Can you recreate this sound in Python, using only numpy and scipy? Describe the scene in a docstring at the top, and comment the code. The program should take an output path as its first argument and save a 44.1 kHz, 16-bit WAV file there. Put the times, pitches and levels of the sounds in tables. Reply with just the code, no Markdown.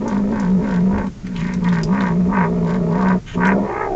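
"""In a kitchen, a cat growls through its teeth while it gnaws a raw fish on the counter.
The growl is a low hum with rough pulses, shaken by a flutter in the throat; each chew opens the mouth
and lets the upper resonances out. It stops twice and at last breaks into a higher whine.
Noise bursts make the wet bites and two sharp ticks, random snaps the squelch, filtered noise the sniffs
and the room's faint rumble, and decaying low sines the knocks."""
import sys
import numpy as np
from scipy import signal
from scipy.fft import rfft, irfft
from scipy.io import wavfile
from scipy.ndimage import uniform_filter1d

SR = 44100
rng = np.random.default_rng(int(sys.argv[2]) if len(sys.argv) > 2 else 0)


def wav_record(signal):
    """Record a signal, one row per channel, as 16-bit PCM in the file named by sys.argv[1]."""
    frames = np.transpose(np.atleast_2d(signal))
    bounded = np.clip(frames, -1, 1)
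    # unit amplitude maps onto the largest positive 16-bit level
    quanta = np.round(bounded * 32767).astype(np.int16)
    wavfile.write(sys.argv[1], SR, quanta)


N = 174195
T = np.arange(N) / SR  # seconds

# Glide of the growl's pitch. Each row: time in seconds, pitch in Hz before jitter.
GROWL_PITCH = [(0, 203), (.07, 236), (.13, 197), (.28, 203), (.335, 222), (.47, 179), (.53, 189), (.6, 177),
               (.645, 216), (.76, 173), (.88, 190), (.97, 208), (1.05, 194), (1.35, 182), (1.41, 160),
               (1.5, 187), (1.61, 186), (1.65, 170), (1.7, 184), (1.77, 166), (1.88, 161), (1.96, 207),
               (2.14, 166), (2.19, 188), (2.25, 170), (2.34, 208), (2.45, 165), (2.56, 182), (2.61, 165),
               (2.7, 170), (2.77, 184), (2.92, 161), (2.99, 196), (3.16, 181), (3.42, 175), (3.56, 201)]
# Swell of the growl's fundamental. Each row: time in seconds, level in dB before trim and waver.
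HUM_LEVEL = [(0, -18), (.05, -22), (.24, -16), (.37, -20.5), (.55, -11.5), (.65, -22), (.78, -14),
             (.88, -13), (1.03, -23), (1.08, -19), (1.28, -25.5), (1.37, -21.5), (1.62, -20), (1.69, -13),
             (1.87, -20), (1.92, -12), (1.98, -21), (2.03, -15), (2.08, -20), (2.2, -13), (2.33, -19),
             (2.4, -14.5), (2.5, -18.5), (3.0, -17.5), (3.09, -13), (3.17, -15), (3.35, -22), (3.48, -13.5),
             (3.63, -18), (3.72, -46)]
# Ring of the throat. Each row: time in seconds, low resonances in dB, hollow resonance above them in dB.
THROAT_LEVELS = [(0, -27.5, -46), (.2, -32, -41), (.34, -28.5, -41), (.47, -33, -53), (.65, -29, -41.5),
                 (.8, -34, -41.5), (.98, -26.5, -37), (1.08, -40.5, -56), (1.26, -45, -59),
                 (1.6, -37.5, -52), (2.0, -30, -38), (2.2, -33.5, -42), (2.38, -28, -36), (2.55, -29, -38),
                 (2.849, -29.5, -37), (3.069, -27, -33), (3.351, -31, -40.5), (3.571, -22.5, -28),
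                 (3.7, -28.5, -41), (3.92, -39, -34)]
# The closing whine. Each row: time in seconds, pitch in Hz, level in dB,
# brightening of the harmonics above the second in dB.
WHINE_GLIDE = [(3.66, 386, -29, -17), (3.82, 426, -21.5, -1), (3.87, 410, -23.5, -9),
               (3.9, 392, -22.5, -24), (3.95, 357, -21.5, -28)]
# Balance of the whine's harmonics, from the first up, before brightening. Each entry: level in dB.
WHINE_HARMONICS = [4, 2.5, 5, -1, -4.5, -29]
# Stretches of voice. Each row: start in seconds, end in seconds.
VOICE_PHRASES = [(-.05, 1.088), (1.24, 3.18), (3.345, 4.0)]
# Flutter of the throat. Each row: time in seconds, rate in beats per second before jitter.
FLUTTER_RATE = [(0, 56), (2.4, 58.8), (3.5, 66), (3.95, 65.4)]
# Chews. Each row: widest moment in seconds, opening in seconds, closing in seconds,
# mouth resonance in Hz, its level in dB, brightest upper resonance in Hz, its level in dB, squelch in dB.
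CHEW_MOVES = [(0.109, 0.072, 0.1, 920, -33, 1430, -39.5, -52.5),
              (.37, 0.071, 0.14, 900, -34, 1490, -39, -51),
              (.71, 0.11, 0.1, 930, -36.5, 1580, -37.5, -48.5),
              (0.971, 0.079, 0.1, 904, -33, 1480, -38.5, -58),
              (1.481, 0.13, 0.085, 950, -41, 1980, -38, -50),
              (1.664, 0.039, 0.026, 967, -34.5, 1920, -34, -50),
              (1.769, 0.099, 0.049, 944, -33, 1730, -32.5, -47.5),
              (2.018, 0.13, 0.11, 953, -29, 1710, -31.5, -50),
              (2.391, 0.088, 0.082, 944, -23.5, 1630, -26.5, -57),
              (2.729, 0.09, 0.046, 967, -34, 1690, -38.5, -51),
              (3.00, 0.11, 0.033, 930, -31, 1550, -37, -54.5),
              (3.111, 0.099, 0.034, 957, -25, 1490, -28.5, -49.5),
              (3.479, 0.1, 0.058, 952, -23.5, 1500, -21, -53.5),
              (3.809, 0.21, .06, 925, -32, 1820, -37, -63)]
# Low resonances of the throat. 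Each row: centre in Hz, width in Hz, gain in dB.
LOW_MODES = [(328, 99, -0.5), (434.4, 56, -0.5), (524.5, 56.6, 1.5)]
# Hollow resonances of the throat. Each row: centre in Hz, width in Hz, gain in dB.
HOLLOW_THROAT_MODES = [(630, 78, 6), (733, 125, -2.1)]
# Upper resonances of the voice. Each row: centre in Hz, width in Hz, gain in dB.
BRIGHT_MODES = [(1440, 90, 5), (1676, 154, -1), (1930, 148, 0), (2220, 150, -2), (2480, 260, -6)]
# Colour of the wet squelch. Each row: centre in Hz, width in Hz, gain in dB.
WET_MODES = [(2880, 900, 1), (5000, 1700, -2), (7140, 400, -2)]
# Wet clicks of the teeth in the fish; the two near 3.46 s are sharp ticks of the overloaded loud growl.
# Each row: time in seconds, level in dB before trim, ring in Hz.
CLICKS = [(0.079, -28, 6050), (0.398, -28.5, 5800), (0.981, -28.5, 2180), (1.068, -28.5, 1430),
          (1.268, -26, 2050), (1.363, -26, 2560), (1.537, -26, 5820), (1.642, -27.5, 2980),
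          (1.687, -28.5, 3350), (1.833, -17.5, 4900), (2.006, -28.5, 3350), (3.453, -24.5, 3270),
          (3.470, -30, 6060)]
# Dull knocks of the tugged fish. Each row: time in seconds, level in dB.
FISH_KNOCKS = [(0.932, -19), (2.241, -24.5)]
# Wet sniffs and slurps. Each row: start in seconds, length in seconds, level in dB before waver.
SNIFF_BREATHS = [(1.247, 0.042, -53), (1.353, 0.078, -42), (3.265, 0.093, -40)]
# Colour of the sniffs. Each row: centre in Hz, width in Hz, gain in dB.
BREATH_MODES = [(1270, 740, -0.5), (2330, 930, 1.5), (3060, 400, 4), (6640, 560, -10.5)]
# Colour of the room noise. Each row: frequency in Hz, relative level in dB per Hz.
ROOM_COLOUR = [(15, -20.5), (31, 1), (46, -5.5), (72, -11.5), (130, -6), (300, -20.5), (600, -33),
               (1500, -37.5), (4000, -43), (7000, -43), (9000, -60.5)]

# pitch and flutter jitter are fractions of the rate
HUM_JITTER, FLUTTER_JITTER = .035, .1
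# the hum is unstrained from FULL_HUM_DB up, fully strained STRAIN_RANGE_DB below it
FULL_HUM_DB, STRAIN_RANGE_DB = -11, 8
# at full strain: depth of the level shake, phase sway in radians, fast random level waver
HUM_SHAKE, HUM_SWAY_RAD, HUM_WAVER_DB = .65, .35, 2.4
HUM_TRIM_DB = -0.99
PUFFS_PER_CYCLE, PUFF_JITTER_S, PUFF_SCATTER_DB = 1.25, .0002, 3.2
RASP_GAIN, RASP_DECAY_S = .48, .003
BREAK_S, BREAK_LENGTH_S, VOICE_FADE_S = 3.675, .025, .03
JAW_SHAPE = 4.2  # exponent: higher holds the mouth open flatter and shuts it more steeply
CLOSED_MOUTH_DB = -11.5  # relative to the low throat
CLOSED_UPPER_DB = -50
OPEN_THROAT_HZ, OPEN_THROAT_WIDTH_HZ = 536, 37
MOUTH_WIDTH_HZ, CHEEK_RATIO, CHEEK_WIDTH_HZ = 93, 1.257, 122
UPPER_FOCUS_WIDTH_HZ, UPPER_LAG_S, UPPER_NARROWING = 580, .0063, .73
ROOM_NOISE_DB, ROOM_T60_S, ROOM_RING_DB = -33, .077, -4
SNAPS_PER_S, SNAP_SPREAD_DB = 1500, 8.5
CLICK_RISE_S, CLICK_T60_S, CLICK_Q, CLICK_BROAD_GAIN, CLICK_TRIM_DB = .001, .024, 5, .26, -2.5
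KNOCK_HZ, KNOCK_WIDTH_HZ = 81, 4.5
SNIFF_FADE_S, SNIFF_WAVER_DB = .0096, 2
WHINE_SLIP_CYCLES, WHINE_WAVER_DB = .14, 2
OVERLOAD, CUTOFF_HZ = .7, 7800  # overload is in full-scale amplitude


def from_db(db):
    """Decibels to gain."""
    return 10 ** (np.asarray(db) / 20)


def rms_one(x):
    """Scale to rms 1."""
    return x / np.sqrt(np.mean(x ** 2) + 1e-20)


def curve(rows):
    """Join (seconds, value) rows by straight lines."""
    return np.interp(T, *np.transpose(rows))


def drift(hz):
    """Random wander of rms 1, from noise rolled off above hz."""
    spectrum = rfft(rng.standard_normal(N))
    return rms_one(irfft(spectrum / (1 + (np.fft.rfftfreq(N, 1 / SR) / hz) ** 2), N))


def even(x):
    """Hold the level near rms 1 over a few flutter beats."""
    power = uniform_filter1d(uniform_filter1d(x * x, size=1500), size=1500)
    return x / np.sqrt(np.abs(power) + 1e-12)


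def band(x, low_hz, high_hz, order=2):
    """Band-pass."""
    return signal.sosfilt(signal.butter(order, [low_hz, high_hz], "band", fs=SR, output="sos"), x)


def resonate(x, hz, width):
    """One two-pole resonance, gain about 1 on top."""
    r = np.exp(-np.pi * width / SR)
    numerator = np.array([1, 0, -1]) * (1 - r * r) / 2
    denominator = [1, -2 * r * np.cos(2 * np.pi * hz / SR), r * r]
    return signal.lfilter(numerator, denominator, x + 1e-18)


def body(x, modes):
    """Resonances in parallel, signs alternating."""
    return sum((-1) ** k * from_db(db) * resonate(x, hz, width) for k, (hz, width, db) in enumerate(modes))


def ramp(seconds, length):
    """Straight fade from 0 to 1, halfway up where seconds is zero."""
    return np.clip(seconds / length + .5, 0, 1)


def jaw(at, opening, closing):
    """One chew: the mouth opens to 1 and shuts, each side at its own speed."""
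    side = np.where(T < at, opening, closing)
    return np.exp(-np.abs((T - at) / side) ** JAW_SHAPE)


def beat_gate(beats):
    """The throat pinches shut briefly around the start of every flutter beat."""
    return 1 - np.cos(np.pi * beats) ** 4


def growl_hum(cycles, beats):
    """The fundamental is a sine that the flutter shakes more as it is squeezed thin."""
    strain = np.clip((FULL_HUM_DB - curve(HUM_LEVEL)) / STRAIN_RANGE_DB, 0, 1)
    sway = strain * HUM_SWAY_RAD * np.sin(2 * np.pi * beats)
    shake = 1 - strain * HUM_SHAKE * (1 - beat_gate(beats))
    hum = np.sin(2 * np.pi * cycles - sway) * shake
    waver_db = HUM_WAVER_DB * strain * drift(70)
    return even(hum) * from_db(curve(HUM_LEVEL) + HUM_TRIM_DB + waver_db)


def rattle(cycles, beats):
    """Every flutter beat sets the folds going afresh for a few uneven puffs, each with a burst of rasp."""
    beat_starts = np.diff(np.floor(beats), prepend=0)
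    since_beat = cycles - np.maximum.accumulate(cycles * beat_starts)
    starts = np.flatnonzero(np.diff(np.floor(PUFFS_PER_CYCLE * since_beat + .5)) > 0)
    late, size = rng.standard_normal((len(starts), 2)).T
    pinch = np.clip(1 + drift(17)[starts], 0, 2)  # the closure comes and goes
    pulses = np.zeros(N)
    places = np.clip(starts + (late * PUFF_JITTER_S * SR).astype(int), 0, N - 1)
    pulses[places] = beat_gate(beats[starts]) ** pinch * from_db(PUFF_SCATTER_DB * size)
    puffs = signal.lfilter([1], [1, -np.exp(-1 / (RASP_DECAY_S * SR))], pulses)
    return even(pulses) + RASP_GAIN * even(puffs * rng.standard_normal(N))


def throat(source):
    """Low and hollow resonances colour the source; each chew opens one more."""
    low_db = curve(np.array(THROAT_LEVELS)[:, :2])
    hollow_db = curve(np.array(THROAT_LEVELS)[:, ::2])
    gape = sum(jaw(*chew[:3]) for chew in CHEW_MOVES)
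    opened = resonate(band(source, 320, 700), OPEN_THROAT_HZ, OPEN_THROAT_WIDTH_HZ)
    low = band(body(source, LOW_MODES), 313, 512) + gape * opened
    hollow = band(body(source, HOLLOW_THROAT_MODES), 580, 935)
    return even(low) * from_db(low_db) + even(hollow) * from_db(hollow_db)


def mouth(source):
    """The closed mouth muffles; each chew lets its cavity and the upper resonances ring out."""
    middle = band(source, 685, 1248, order=3)
    bright = band(body(source, BRIGHT_MODES), 1320, 2900)
    low_db = curve(np.array(THROAT_LEVELS)[:, :2])
    out = even(middle) * from_db(low_db + CLOSED_MOUTH_DB) + even(bright) * from_db(CLOSED_UPPER_DB)
    for at, opening, closing, hz, mouth_db, upper_hz, upper_db, _ in CHEW_MOVES:
        cavity = body(middle, [(hz, MOUTH_WIDTH_HZ, 0), (hz * CHEEK_RATIO, CHEEK_WIDTH_HZ, 0)])
        out = out + even(cavity) * from_db(mouth_db) * jaw(at, opening, closing)
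        # the upper resonances open a little later and more briefly
        focus = even(resonate(bright, upper_hz, UPPER_FOCUS_WIDTH_HZ)) * from_db(upper_db)
        out = out + focus * jaw(at + UPPER_LAG_S, opening * UPPER_NARROWING, closing * UPPER_NARROWING)
    return out


def growl():
    """The voice: its direct tone, and the rattle (noise after the break) ringing in throat and mouth."""
    cycles = np.cumsum(curve(GROWL_PITCH) * (1 + HUM_JITTER * drift(90))) / SR
    beats = np.cumsum(curve(FLUTTER_RATE) * (1 + FLUTTER_JITTER * drift(26.5))) / SR
    hum = growl_hum(cycles, beats)
    broken = ramp(T - BREAK_S, BREAK_LENGTH_S)
    breath = beat_gate(beats) * rng.standard_normal(N)
    source = (1 - broken) * rattle(cycles, beats) + broken * breath
    voiced = sum(ramp(np.minimum(T - start, end - T), VOICE_FADE_S) for start, end in VOICE_PHRASES)
    tone = hum + broken * whine(beats)
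    return voiced * tone, -voiced * (throat(source) + mouth(source))


def room_noise():
    """Steady noise shaped into a rumble with a faint hiss."""
    hz, db = np.transpose(ROOM_COLOUR)
    colour = from_db(np.interp(np.log(np.fft.rfftfreq(N, 1 / SR) + 1), np.log(hz), db))
    return from_db(ROOM_NOISE_DB) * rms_one(irfft(rfft(rng.standard_normal(N)) * colour, N))


def kitchen(x):
    """Short diffuse ring of the hard walls, from a decaying noise tail."""
    t = T[:SR // 2]
    tail = rng.standard_normal(len(t)) * from_db(-60 * t / ROOM_T60_S) * (t > .003)
    return from_db(ROOM_RING_DB) * signal.fftconvolve(x, tail / np.linalg.norm(tail))[:N]


def squelch():
    """Tiny wet snaps of flesh, random in time, sign and size, while the jaw works."""
    snaps = (rng.random(N) < SNAPS_PER_S / SR) * rng.choice([-1, 1], N)
    grains = snaps * from_db(SNAP_SPREAD_DB * np.minimum(rng.exponential(1, N), 4))
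    level = sum(from_db(db) * jaw(at, opening, closing) for at, opening, closing, *_, db in CHEW_MOVES)
    return rms_one(body(grains, WET_MODES)) * level


def bites_and_ticks():
    """Each bite or overload tick is a short crackle of noise through one resonance."""
    out = np.zeros(N)
    for at, db, hz in CLICKS:
        decay = from_db(-60 * np.maximum(T - at, 0.) / CLICK_T60_S)
        burst = rng.standard_normal(N) * ramp(T - at, CLICK_RISE_S) * decay
        # makes up for the energy a narrow resonance loses
        ring = resonate(burst, hz, hz / CLICK_Q) * np.sqrt(SR * CLICK_Q / (np.pi * hz))
        click = ring + CLICK_BROAD_GAIN * band(burst, 1300, 4700)
        out += from_db(db + CLICK_TRIM_DB) * click
    return out


def knocks():
    """Soft low thuds on the counter, each a decaying sine."""
    out = np.zeros(N)
    for at, db in FISH_KNOCKS:
        decay = (T > at) * np.exp(-np.pi * KNOCK_WIDTH_HZ * np.abs(T - at))
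        out += from_db(db) * decay * np.sin(2 * np.pi * KNOCK_HZ * (T - at))
    return out


def sniffs():
    """Air drawn past the wet mouthful: resonant noise with a wavering level."""
    level = sum(from_db(db) * ramp(np.minimum(T - at, at + length - T), SNIFF_FADE_S)
                for at, length, db in SNIFF_BREATHS)
    air = rms_one(body(rng.standard_normal(N), BREATH_MODES))
    return air * level * from_db(SNIFF_WAVER_DB * drift(80))


def whine(beats):
    """Sharp high pulses, chopped by the flutter and knocked out of step by every beat."""
    rows = np.array(WHINE_GLIDE)
    hz, db, upper_db = (curve(rows[:, [0, k]]) for k in (1, 2, 3))
    slip = WHINE_SLIP_CYCLES * rng.standard_normal(N)[beats.astype(int)]  # one draw per beat
    phase = 2 * np.pi * (np.cumsum(hz) / SR + slip)
    tone = sum(from_db(level + upper_db * (k > 2)) * np.cos(k * phase)
               for k, level in enumerate(WHINE_HARMONICS, 1))
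    return even(tone * beat_gate(beats) * from_db(WHINE_WAVER_DB * drift(200))) * from_db(db)


def scene():
    """The cat close by, in its kitchen; the direct tone stays out of the wall ring."""
    tone, voice = growl()
    cat = voice + bites_and_ticks() + squelch() + sniffs()
    return (tone + cat + kitchen(cat) + knocks() + room_noise())[None]


def record(dry):
    """Peaks beyond the overload level are clipped flat and the top is cut."""
    clipped = np.clip(dry, -OVERLOAD, OVERLOAD)
    return signal.sosfilt(signal.butter(14, CUTOFF_HZ, fs=SR, output="sos"), clipped)


dry = scene()
out = record(dry)
wav_record(out)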